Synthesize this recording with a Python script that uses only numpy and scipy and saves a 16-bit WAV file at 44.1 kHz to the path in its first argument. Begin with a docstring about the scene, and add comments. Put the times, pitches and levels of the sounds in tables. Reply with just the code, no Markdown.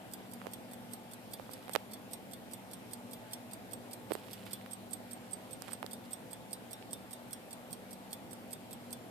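"""A fan, mains hum and microphone hiss fill a quiet room from the start. Almost at once an open pocket
watch on a cloth is heard ticking five times a second, nearer the right port of a hand-held camera.
Each beat is three blows of the escapement (unlocking, impulse, drop) that ring the plates and case.
From 0.4 s to about 7 s, fingers shifting on the camera stick and slip, sending spells of pops and
crackle into the right port. The watch ticks on to the end."""
import sys
import numpy as np
from scipy import signal
from scipy.fft import rfft, irfft
from scipy.io import wavfile
from scipy.ndimage import uniform_filter1d

SR = 44100
rng = np.random.default_rng(int(sys.argv[2]) if len(sys.argv) > 2 else 0)


def put_to_file(sound):
    """Save the sound as 16-bit audio at rate SR, in the file named by the first command-line argument."""
    columns = np.atleast_2d(sound).T  # one column per channel
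    safe = np.clip(columns, -1, 1)
    whole_steps = np.round(safe * 32767)
    wavfile.write(sys.argv[1], SR, whole_steps.astype(np.int16))


N = 401310
KNEE_HZ, EDGE_HZ = 14600, 15900  # treble shelf, band limit


def amp(db):
    """Amplitude ratio: a factor of ten for every 20 dB."""
    return 10 ** (np.asarray(db) / 20)


def unit_rms(x):
    """Normalisation to unit mean power."""
    return x / np.sqrt(np.mean(x ** 2) + 1e-20)


def spectrum_at(points, hz):
    """Interpolation on a logarithmic frequency axis."""
    f, value = np.transpose(points)
    return np.interp(np.log(hz + 1), np.log(f + 1), value)


def add(mix, start_s, sound):
    """Superposition of a two-channel sound on the mix."""
    part = mix[:, round(start_s * SR):][:, :sound.shape[1]]
    part += sound[:, :part.shape[1]]


def delay_right(x, lag_samples=10):
    """Arrival-time difference: the room's sound reaches the right port later."""
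    return np.array([x[0], np.roll(x[1], lag_samples)])


# Spectrum of the room noise: (frequency [Hz], relative spectral density [dB])
AIR_SPECTRUM = [(25, -31), (75, -22.5), (105, -3.5), (165, -8.5), (235, 1), (320, -7.5), (750, -8),
                (1150, -17), (1500, -18), (3300, -23), (4900, -28.5), (6400, -32.5), (7800, -29.5),
                (14400, -31)]
# Likeness of that noise at the two ports: (frequency [Hz], correlation [0 to 1])
AIR_CORRELATION = [(60, 0.31), (110, 0.28), (240, 0.74), (400, 0.38), (600, 0.93), (1000, 0.63),
                   (1600, 0.11), (2500, 0)]
# Its balance between the ports: (frequency [Hz], left minus right [dB])
AIR_BALANCE = [(60, -6.5), (250, 0.3), (1000, 1), (2200, 3.5), (5000, -0.7), (12000, -0.5)]


def room_air(level_db=-51):
    """Partial coherence: fan rush is partly shared by the ports; the treble hiss is independent."""
    frames, hz = N // 256 + 5, np.fft.rfftfreq(1024, 1 / SR)
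    left_re, left_im, own_re, own_im, flicker = rng.standard_normal((frames, 513, 5)).T
    flicker = uniform_filter1d(flicker, size=12, axis=0)  # smooth over frequency
    flicker_db = 1.16 * unit_rms(uniform_filter1d(flicker, size=14, axis=1))  # and over time
    shared = np.clip(spectrum_at(AIR_CORRELATION, hz), 0, 1)[:, None]
    left = left_re + 1j * left_im
    right = shared * left + np.sqrt(1 - shared ** 2) * (own_re + 1j * own_im)
    lean_db = spectrum_at(AIR_BALANCE, hz)[:, None] / 2
    colour = amp(spectrum_at(AIR_SPECTRUM, hz)[:, None] + flicker_db + np.array([lean_db, -lean_db]))
    spectra = np.array([left, right]) * colour * (hz[:, None] < KNEE_HZ)
    rush = signal.istft(spectra, nperseg=1024, noverlap=768)[1][:, :N]
    return delay_right(amp(level_db) * unit_rms(rush))


# Fan and mains tones: (frequency [Hz], rms level before the split between ports [dB], bandwidth [Hz])
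HUM_TONES = [(107.1, -67, 0.59), (119.2, -68, 0.46), (192.6, -62, 2.8), (239.7, -59, 2.5),
             (287.4, -75, 5.3), (480, -83.5, 1.57), (516, -65.5, 6), (644, -69.5, 3.8), (755, -68, 8),
             (869, -68, 2.5)]


def hum(steadiness=2.13):
    """Narrow-band modulation: each tone wavers as a steady part beats with 24 close components."""
    t, out = np.arange(N) / SR, np.zeros(N)
    coarse_t = np.arange(0, N + 200, 200) / SR
    for hz, db, width_hz in HUM_TONES:
        offsets, phases = rng.standard_normal((2, 24, 1))
        components = np.exp(1j * (np.pi * width_hz * offsets * coarse_t + 9 * phases))
        phasor = steadiness / np.sqrt(width_hz) + components.sum(0) / np.sqrt(24)
        envelope = np.interp(t, coarse_t, phasor)
        carrier = np.exp(2j * np.pi * hz * t)
        out += amp(db) * unit_rms(envelope.real * carrier.real + envelope.imag * carrier.imag)
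    return delay_right(out * np.array([amp(.5), amp(-.5)])[:, None])


# Modes of plates and case: (frequency [Hz], relative level [dB], T60 [s], left minus right [dB])
WATCH_MODES = [(3272, -21.5, 0.068, 4), (3445, -23.5, 0.12, 5.5), (3640, -24.5, 0.14, 5),
               (4020, -29, 0.18, -1.5), (4440, -12.5, .025, -4.5), (4747, -13, 0.037, -1.5),
               (5560, -16, 0.057, -5), (7816, -12.5, .03, -7), (8200, -5.5, 0.024, -27),
               (8390, 3, 0.03, -15.5), (8740, -7.5, 0.051, -14), (9388, -18, 0.054, -1),
               (9870, -21, 0.073, -19), (10030, -15, .04, -10), (10530, -14, 0.027, -7),
               (10880, -14, .03, -3), (11230, -13.5, 0.036, -15), (11770, -17, 0.057, -11),
               (11900, -12, .055, -9), (12320, -20.5, 0.16, -8), (13100, -29, .06, -9),
               (14060, -35, .035, -3)]
# Spectrum of the contact noise: (frequency [Hz], relative level [dB])
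CRACK_SPECTRUM = [(2400, -15), (3400, -14.5), (4600, -4.5), (6500, -9), (8200, -4.5), (11300, -2.5),
                  (15000, 0.5)]


def blow(db, plates_db, case_left_db, chatter_s=0.0036, crack_t60=0.034, tail_t60=0.19):
    """Impact excitation: steel rebounds on jewel, ringing damped modes over a short crack of noise."""
    hz, mode_db, t60, side_db = np.transpose(WATCH_MODES)[:, :, None]
    t = np.arange(SR // 8) / SR
    strength, right_shift, left_shift, detune = rng.standard_normal((len(hz), 4)).T[:, :, None]
    is_case = (hz > 8000) & (hz < 9000)  # the other modes belong to the plates
    mode_db = mode_db + 2.2 * strength + np.where(is_case, 0, plates_db)
    phase = 2 * np.pi * hz * (1 + .002 * detune) * t + 2 * right_shift
    slow_tail = amp(-25 - 60 * t / tail_t60)
    decay = amp(mode_db) * (amp(-60 * t / t60) + slow_tail)
    # the left port is further off: its phase trails by about a quarter turn
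    left = amp(side_db + is_case * case_left_db) * decay * np.sin(phase - 1.6 + left_shift)
    right = decay * np.sin(phase)
    modes = np.array([left.sum(0), right.sum(0)])
    rebounds = rng.standard_normal(400) * (rng.random(400) < .15) * np.exp(-t[:400] / chatter_s)
    rebounds[0] = 1.2  # the first contact
    ringing = signal.fftconvolve(modes, rebounds[None] / np.linalg.norm(rebounds), axes=1)[:, :len(t)]
    colour = amp(spectrum_at(CRACK_SPECTRUM, np.fft.rfftfreq(len(t), 1 / SR)))
    crack = unit_rms(irfft(rfft(rng.standard_normal((2, len(t)))) * colour, len(t)))
    crack *= amp(4 + plates_db - 60 * t / crack_t60) * amp([[-7.], [0]])
    sound = ringing + crack * (1 - np.exp(-6 * t / chatter_s))
    onset = sound[1, :SR * 6 // 1000]  # db sets the rms of the first 6 ms at the right port
    return amp(db) * sound / np.sqrt(np.mean(onset ** 2))


# The watch as heard while the camera drifts over it:
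# (time [s], beat level [dB], gain of plates against case [dB], gain of case at the left port [dB])
CAMERA_DRIFT = [(0, -38, 7, 0), (1.0, -39.5, 0, 4), (1.5, -35.5, 0.5, -4), (2.5, -37.5, -0.5, -4),
                (3.4, -35.5, 3.5, 3), (4.4, -36, 2.5, -10), (4.8, -31.5, -7, -10), (5.4, -34.5, -7, -3),
                (5.8, -33.5, 0, 0), (6.9, -35, -4.5, 2), (8.2, -36, -1.5, 5), (9.1, -36, -1, 6)]
# Tick, then tock; levels are relative to the beat level, leads are ahead of the drop:
# (drop level [dB], unlocking lead [s], impulse lead [s], unlocking level [dB], impulse level [dB])
TICK_TOCK = [(1, 0.022, .013, -13.5, -13.5), (-4.5, .0213, .015, -12, -14.5)]


def watch(first_s=.1348, beat_s=.19986, beats=45, spread_db=.8, jitter_s=.0004):
    """Periodic impacts: each beat unlocks, impulses and drops, in alternating ticks and tocks."""
    out = np.zeros((2, N))
    times, *drift = np.transpose(CAMERA_DRIFT)
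    for k, (jitter, *scatter) in enumerate(rng.standard_normal((beats, 4))):
        drop_s = first_s + k * beat_s + jitter_s * jitter
        db, plates_db, case_left_db = (np.interp(drop_s, times, column) for column in drift)
        drop_db, unlock_lead, impulse_lead, unlock_db, impulse_db = TICK_TOCK[k % 2]
        levels = db + np.array([unlock_db, impulse_db, drop_db])
        unlock_db, impulse_db, drop_db = levels + spread_db * np.array(scatter)
        # on unlocking, the fork stirs the case less
        add(out, drop_s - unlock_lead, blow(unlock_db, plates_db + 8, case_left_db))
        add(out, drop_s - impulse_lead, blow(impulse_db, plates_db, case_left_db, chatter_s=0.0071))
        add(out, drop_s, blow(drop_db, plates_db, case_left_db))
    return out


# Skin rubbing the camera shell: (start [s], end [s], slip rate [1/s], base level [dB])
RUB_SPELLS = [(.4, 0.483, 600, -48), (1.383, 1.818, 340, -45.5), (4.097, 4.564, 1000, -45),
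              (4.457, 4.48, 3200, -47.5), (5.047, 5.5, 570, -52), (5.608, 5.756, 1300, -44),
              (6.04, 6.06, 720, -44)]


def crackle():
    """Stick-slip friction: tiny slips come at random, each ringing briefly at one of four pitches."""
    t, chance = np.arange(N) / SR, rng.random(N)
    excess_db = 2.2 * np.minimum(rng.exponential(1, N), 3)
    slips, out = np.zeros(N), np.zeros(N)
    for start, end, rate, db in RUB_SPELLS:
        slips += (t > start) * (t < end) * (chance < rate / SR) * amp(db + excess_db)
    pitch_index, age = rng.integers(0, 4, N), t[:90]
    for k, hz in enumerate(np.geomspace(3000, 13000, 4)):
        grain = np.sin(2 * np.pi * hz * age) * np.exp(-age * hz / .8)
        out += np.convolve(slips * (pitch_index == k), grain)[:N]
    return out * amp([[-12.], [0]])


# Pops at the right port: (time [s], snap level [dB], thud level [dB], nominal thud frequency [Hz])
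FINGER_POPS = [(.4166, -42, -27, 1360), (0.4594, -45, -28, 800), (.4689, -20.5, -23, 480),
               (1.3976, -50, -25, 704), (1.493, -50, -29, 880), (1.6815, -28, -33, 600),
               (1.6948, -22, -26, 550), (1.751, -18, -19.5, 487), (1.7526, -8, -17, 694),
               (1.7601, -5.5, -13, 517), (1.7625, -36, -18.5, 690), (4.1066, -31, -24, 560),
               (4.11, -32, -17.5, 443), (4.1194, -17, -14, 447), (4.1528, -20, -21.5, 437),
               (4.284, -32, -50, 900), (4.466, -25.5, -50, 900), (4.613, -50, -34, 2300),
               (4.662, -26.5, -35, 1100), (5.2503, -40, -50, 3000), (5.6218, -20.5, -14.5, 6600),
               (5.682, -23, -44, 1500), (5.687, -24, -47, 1200), (5.6915, -40, -28, 1000),
               (5.7205, -28, -37, 1200), (5.7353, -36, -30.5, 700), (5.8291, -20.5, -19, 810),
               (5.8439, -50, -25.5, 526), (5.8643, -22.5, -21, 4220), (6.826, -43, -30, 3000)]


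def pops(damping=1.18, glide_cycles=0.38, load_s=8.3e-5, slip_s=5e-5, push_from_s=3):
    """Damped oscillation: skin loads and slips with a snap; the port air swings back, slowing."""
    out, t = np.zeros((2, N)), np.arange(-40, 600) / SR
    after, before = np.maximum(t, 0), np.minimum(t, 0)
    for time_s, snap_db, thud_db, hz in FINGER_POPS:
        shell_rattle = .3 * rng.standard_normal(len(t)) * np.exp(-after / 2.5e-4) * (t > 0)
        snap = amp(snap_db) * (np.exp(before / load_s - after / slip_s) + shell_rattle)
        cycles = 0.73 * hz * after + glide_cycles * (1 - np.exp(-after * hz * 1.45))
        thud = -amp(thud_db) * np.sin(2 * np.pi * cycles) * np.exp(-damping * hz * after)
        polarity = np.sign(time_s - push_from_s)  # the grip pulls on the port air first, later pushes
        add(out, time_s + t[0], polarity * (snap + thud) * amp([[-28.], [0]]))
    return out


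def port(pressure, vent_hz=120, duct_hz=6200):
    """Acoustic filtering: the port holds no steady pressure, and its duct weakens a band of treble."""
    vented = signal.sosfilt(signal.butter(2, vent_hz, "high", fs=SR, output="sos"), pressure)
    duct = signal.iirpeak(duct_hz, Q=2.2, fs=SR)
    return vented - .6 * signal.lfilter(*duct, vented)


def scene():
    """Superposition: watch, finger noise and room add at the two ports."""
    return watch() + port(pops() + crackle()) + room_air() + hum()


def record(dry):
    """Band limiting: the response rises gently to the knee, steps down about 40 dB, then cuts off."""
    corners_hz = [0, KNEE_HZ - 100, KNEE_HZ + 200, EDGE_HZ, SR / 2]
    shelf = signal.firwin2(1023, corners_hz, amp([-0.5, 2.5, -39, -38, -30]), fs=SR)
    lowpass = signal.firwin(511, EDGE_HZ + 100, window=("kaiser", 9), fs=SR)
    return signal.oaconvolve(dry, np.convolve(shelf, lowpass)[None], "same")


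dry = scene()
out = record(dry)
put_to_file(out)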